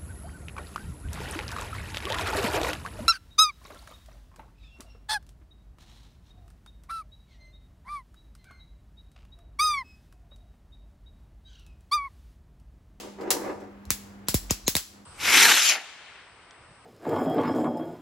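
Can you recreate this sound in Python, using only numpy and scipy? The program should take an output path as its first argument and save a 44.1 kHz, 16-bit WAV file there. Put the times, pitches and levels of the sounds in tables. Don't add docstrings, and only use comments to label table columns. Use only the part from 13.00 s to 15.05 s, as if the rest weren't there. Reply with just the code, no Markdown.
import sys
import numpy as np
from scipy import signal
from scipy.fft import rfft, irfft
from scipy.io import wavfile
from scipy.ndimage import uniform_filter1d

SR = 44100
rng = np.random.default_rng(int(sys.argv[2]) if len(sys.argv) > 2 else 0)


def wav_out(sig):
    wavfile.write(sys.argv[1], SR, np.round(np.clip(np.atleast_2d(sig).T, -1, 1) * 32767).astype(np.int16))


N = 90404
LEAD = SR // 5

# frequency_hz, likeness (0 to 1)
LEFT_RIGHT_LIKENESS = [(50, 1), (200, 1), (500, 0.61), (1200, 0.089), (6000, 0.2)]


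def amp(db):
    return 10 ** (np.asarray(db) / 20)


def unit(x):
    return x / np.sqrt(np.mean(x ** 2) + 1e-20)


def read(points, hz):
    f, value = np.transpose(points)
    return np.interp(np.log(hz + 1), np.log(f + 1), value)


def level(points):
    return amp(np.interp(np.arange(N) / SR, *np.transpose(points)))


def add(mix, s, sound):
    part = mix[max(round(s * SR) + LEAD, 0):][:len(sound)]
    part += sound[:len(part)]


def colour(x, points, size=2048):
    log_gain = np.log(amp(read(points, abs(np.fft.fftfreq(size, 1 / SR)))))
    taps = np.fft.ifft(np.exp(signal.hilbert(log_gain).conj())).real
    return signal.lfilter(taps / np.linalg.norm(taps), 1, x)


def tilted(points, db_per_octave):
    return [(hz, db + db_per_octave * np.log2(hz / 5000)) for hz, db in points]


def pair(z, likeness):
    c = np.clip(read(likeness, np.fft.rfftfreq(z.shape[1], 1 / SR)), 0, 1)
    a, b = rfft(z)
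    mid = a * np.sqrt((1 + c) / 2)
    side = b * np.sqrt((1 - c) / 2)
    return irfft(np.array([mid + side, mid - side]), z.shape[1])


def room(x):
    # frequency_hz, t60_s
    tile_t60 = [(250, 0.54), (700, 0.49), (1800, 0.66), (4600, 0.64), (8000, 0.56), (15000, 0.43)]
    early_t60_s, early_db = 0.16, 16
    rise_s = 0.0006
    hz, t, z = signal.stft(rng.standard_normal((2, SR)), SR, nperseg=256)
    tiles = amp(-60 * t / read(tile_t60, hz)[:, None])
    early = amp(early_db - 60 * t / early_t60_s)
    tail = signal.istft(z * np.hypot(tiles, early), SR, nperseg=256)[1]
    rise = np.minimum(np.arange(tail.shape[1]) / SR / rise_s, 1)
    tail = pair(tail * rise, [(100, 1.0), (450, 0.32)])
    return signal.fftconvolve(x[None], tail / np.linalg.norm(tail[0]), axes=1)[:, :len(x)]


def crack(decay_ms):
    click_share = 0.33
    ms = np.arange(SR // 100) * 1000 / SR
    tear = rng.standard_normal(len(ms)) * np.exp(-ms / decay_ms)
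    z = rfft(tear / np.linalg.norm(tear)) - click_share
    even = irfft(z / abs(z), len(ms))
    burst = even * np.exp(-ms / decay_ms / 6)
    return np.pad(burst / np.linalg.norm(burst), (0, SR - len(ms)))


def thump(decay_ms):
    end_hz, sweep_cycles, rise_s = 42.3, 1.088, 0.0016
    boom_db, boom_s = -32, 0.062
    t = np.arange(SR // 2) / SR
    hz = np.hypot(end_hz, sweep_cycles / (t + 0.00035))
    rise = 1 - np.exp(-(t / rise_s) ** 2.5)
    fade = np.exp(-1000 * t / decay_ms) + amp(boom_db) * np.exp(-t / boom_s)
    return rise * fade * np.sin(2 * np.pi * np.cumsum(hz) / SR)


def pops():
    # start_s, crack_db, crack_decay_ms (of the tear before whitening), shell_pitch_hz,
    # shell_db, brightness_db_per_octave, knock_db, room_db, thump_db, thump_decay_ms
    beans = [(-.055, 2, .54, 6500, -9, -3, -15, 4.5, -47.5, 12),
             (.209, -39, 0.8, 6600, -45, -5, -53.5, -20, -59.5, 5),
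             (0.3052, 4, 2.5, 7250, -4.5, .5, -13.5, 8.5, -53.5, 5),
             (0.3117, -0.5, .9, 5930, -11, -.5, -20, 1.5, -41, 7),
             (.602, -49.5, 2.9, 5900, -43, -3, -53, -30, -61.5, 5.2),
             (0.8536, -29, 0.71, 4270, -35.5, -2, -51.5, -31, -60.5, 5),
             (.905, 5, 0.45, 6230, -3, 0.5, -10.5, 4.5, -28, 17.7),
             (1.2849, 2.5, 0.51, 4480, -8, 0.6, -6.5, 4.5, -26.5, 14),
             (1.343, 2, 1.4, 7560, -4, 1.2, -8.5, 4.5, -13.5, 16.5),
             (1.5086, 3, 0.38, 6830, 1.5, -.5, -6.5, 2.5, -17, 11.4),
             (1.68, 6.5, 0.2, 6450, -1, 0.5, -1, 5.5, -10.5, 3.46),
             (1.753, 2, 1.1, 3810, -1, .5, -7.5, 2, -22, 11),
             (1.7663, 2.5, 0.64, 4630, -1, -.3, -9.5, 3.5, -34.5, 14)]
    # frequency_hz, level_db
    crack_colour = [(150, -30), (600, -11), (1200, -3), (2000, -1), (4000, -6), (6800, 3), (8200, 2.5),
                    (11000, 4.5), (14000, 0.5), (15600, -5)]
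    # frequency_hz, level_db
    echo_colour = [(150, -21.5), (500, -8.5), (1000, -4.5), (2200, -2.5), (3500, -0.5), (5300, 2.5),
                   (7500, 2), (10000, 0), (15600, -3)]
    # frequency_hz, level_db
    knock_colour = [(150, -20.5), (500, -9), (1000, 7.5), (1550, -6), (2200, -2), (3500, -10), (12000, -47)]
    shell_decay_ms = 0.86
    hollow_hz, hollow_db = 3780, -13.5
    out = np.zeros((2, N + LEAD))
    t = np.arange(SR) / SR
    fade = np.exp(-1000 * t / shell_decay_ms)
    for s, crack_db, crack_ms, shell_hz, shell_db, bright_db, knock_db, room_db, thump_db, thump_ms in beans:
        burst = crack(crack_ms)
        shell, hollow = (fade * np.sin(2 * np.pi * (hz * t + rng.random())) for hz in (shell_hz, hollow_hz))
        snap = colour(burst, tilted(crack_colour, bright_db))
        snap = snap + amp(shell_db - crack_db) * shell / np.linalg.norm(shell)
        snap = snap + amp(hollow_db) * hollow / np.linalg.norm(hollow)
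        knock = colour(-1. * (t == 0), knock_colour)
        direct = amp(crack_db) * snap + amp(knock_db) * knock
        echo = amp(room_db) * room(colour(burst, tilted(echo_colour, bright_db)))
        for side, heard in zip(out, direct + echo):
            add(side, s, heard)
            add(side, s, amp(thump_db) * thump(thump_ms))
    return out[:, LEAD:]


def ringing(modes):
    t = np.arange(SR // 2) / SR
    ring = np.zeros(len(t))
    for hz, db, t60 in modes:
        tone = np.sin(2 * np.pi * (hz * t + rng.random()))
        ring += amp(db - 60 * t / t60) * tone / np.sqrt(t60)
    return ring / np.linalg.norm(ring)


def drag():
    # time_s, level_db
    force_curve = [(0, -48.5), (.026, -44), (.08, -46), (.12, -61), (.178, -53.5), (.19, -36.5), (.27, -35),
                   (.41, -34.5), (.44, -35.5), (.458, -32), (.502, -31), (.525, -45), (.61, -46.5),
                   (.636, -41.5), (.665, -52.5), (.78, -64), (.9, -100)]
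    # frequency_hz, level_db
    rub_colour = [(40, -49.5), (110, -18.5), (200, -4.5), (300, 4.5), (500, 1), (900, -2.5), (1500, -13),
                  (2200, -15.5), (3200, -30.5), (7000, -35), (15000, -54)]
    # frequency_hz, level_db
    grit_colour = [(100, -43.5), (900, -1.5), (1250, 3), (2200, -1), (3200, -17.5), (15000, -44.5)]
    # pitch_hz, energy_level_db, t60_s
    grate_modes = [(287, 0, .5), (323, -5, .3), (349, -3, .35), (464, 0, .3), (484, -3, .4), (521, -3, .25),
                   (549, -4, .4), (603, -5, .3), (748, -3, .25), (793, -3, .35), (886, -3, .35),
                   (975, -6, .2), (1210, -7, .2)]
    slips_per_s, slip_spread_db = 1400, 2.5
    clump_db, clump_s = 3, .008
    grit_db = -10.5
    grate_db, wet_db = -3.5, 2.5
    size, chance = rng.standard_normal((3, N)), rng.random((3, N))
    slip_gain = amp(slip_spread_db * np.minimum(abs(size), 2.5))
    slips = unit(slip_gain * np.sign(size) * (chance < slips_per_s / SR))
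    drift = unit(uniform_filter1d(rng.standard_normal(N), round(clump_s * SR)))
    clumps = unit(amp(clump_db * np.clip(drift, -2, 2)))
    force = level(force_curve)
    push = slips * clumps * force
    rub = colour(push[2], rub_colour)
    grit = amp(grit_db) * colour(push[0] * force / force.max(), grit_colour)
    direct = rub + grit
    ring = ringing(grate_modes)[None]
    grate = signal.fftconvolve(pair(push[:2], LEFT_RIGHT_LIKENESS), ring, axes=1)[:, :N]
    scrape = (direct + amp(wet_db) * room(direct)) / np.hypot(1, amp(wet_db))
    return scrape + amp(grate_db) * grate


def stove():
    # frequency_hz, level_db
    flame_colour = [(25, -26.5), (50, -2), (100, 2), (150, -11), (290, -2), (500, -11), (1000, -11.5),
                    (2000, -18.5), (4000, -31.5), (8000, -39), (15000, -40.5)]
    # time_s, level_db
    flame_curve = [(0, -55), (.8, -52), (1.1, -50.5), (1.5, -52.5), (1.75, -55), (1.85, -63), (1.97, -52.5),
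                   (2.05, -57)]
    # time_s, level_db
    hum_curve = [(0, -54.5), (.1, -49.5), (.8, -51), (1.22, -49), (1.45, -57), (1.85, -65.5), (2.05, -53)]
    hum_hz, hum_waver = 200.9, 0.0057
    noise = pair(rng.standard_normal((2, N + LEAD)), LEFT_RIGHT_LIKENESS)
    flame = unit(colour(noise, flame_colour)[:, LEAD:])
    waver = unit(uniform_filter1d(uniform_filter1d(rng.standard_normal(N), 4000), 4000))
    hum = np.sqrt(2) * np.sin(2 * np.pi * np.cumsum(hum_hz * (1 + hum_waver * waver)) / SR)
    return flame * level(flame_curve) + hum * level(hum_curve)


def swells():
    # top_s, width_s, level_db, pitch_hz
    air = [(0.883, 0.013, -39, 72), (1.478, 0.082, -42, 49), (1.665, 0.029, -43, 52)]
    t = np.arange(N) / SR
    out = np.zeros(N)
    for s, width, db, hz in air:
        envelope = amp(db) * np.exp(-((t - s) / width) ** 2)
        out += envelope * np.sqrt(2) * np.sin(2 * np.pi * hz * (t - s))
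    return out


def squeaks():
    # start_s, length_s, whistle_db, pitch_hz, hiss_db
    jets = [(0.891, 0.011, -57, 5420, -51.5), (1.267, 0.018, -52, 6000, -46),
            (1.495, .0138, -36.5, 5980, -31), (1.664, .016, -23, 6700, -38.5)]
    # frequency_hz, level_db
    steam_colour = [(500, -7.5), (1500, 0), (2700, 6), (5500, -3.5), (8000, -4), (15000, -26.5)]
    low_ratio, low_db = 0.61, -7
    wobble_depth, wet_db = 0.038, -7
    out = np.zeros(N + LEAD)
    for s, length, db, hz, hiss_db in jets:
        swell = np.linspace(0, 1, round(length * SR))
        wobble, flutter, hiss = rng.standard_normal((3, SR // 20))[:, :len(swell)]
        pitch = hz * (1 + wobble_depth * unit(uniform_filter1d(wobble, 30)))
        phase = 2 * np.pi * np.cumsum(pitch) / SR
        flow = amp(2 * unit(uniform_filter1d(flutter, 50)))
        whistle = unit(flow * (np.sin(phase) + amp(low_db) * np.sin(low_ratio * phase)))
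        add(out, s, swell * (amp(db) * whistle + amp(hiss_db) * colour(hiss, steam_colour)))
    return (out + amp(wet_db) * room(out))[:, LEAD:]


def scene():
    return pops() + drag() + stove() + swells() + squeaks()


def record(dry):
    # frequency_hz, lead_rad
    bass_lead = [(30, 0.14), (200, 0.42), (700, 0.47), (1500, 0)]
    # frequency_hz, left_minus_right_db
    balance = [(200, -0.9), (600, 2), (1200, -0.5), (2500, 1), (4500, 3), (7000, 1), (9000, 0)]
    shared_hz, turn_hz = 7000, 4250
    edge_hz, ceiling = 16300, .8
    hz = np.fft.rfftfreq(N + LEAD, 1 / SR)
    left, right = rfft(dry, N + LEAD)
    blend = np.clip((hz - shared_hz) / 800 + .5, 0, 1)
    lag = np.exp(-2j * np.pi * np.clip((hz - shared_hz) / turn_hz, 0, 2))
    left = ((1 - blend) * left + blend * right) * lag
    left = left * np.exp(1j * read(bass_lead, hz))
    tilt = amp(read(balance, hz) / 2)
    out = irfft(np.array([left * tilt, right / tilt]), N + LEAD)[:, :N]
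    out = out / (1 + (out / ceiling) ** 4) ** .25
    low_pass = signal.firwin(129, edge_hz, window=("kaiser", 8), fs=SR)
    return signal.oaconvolve(out, low_pass[None], "same")


dry = scene()
out = record(dry)
wav_out(out)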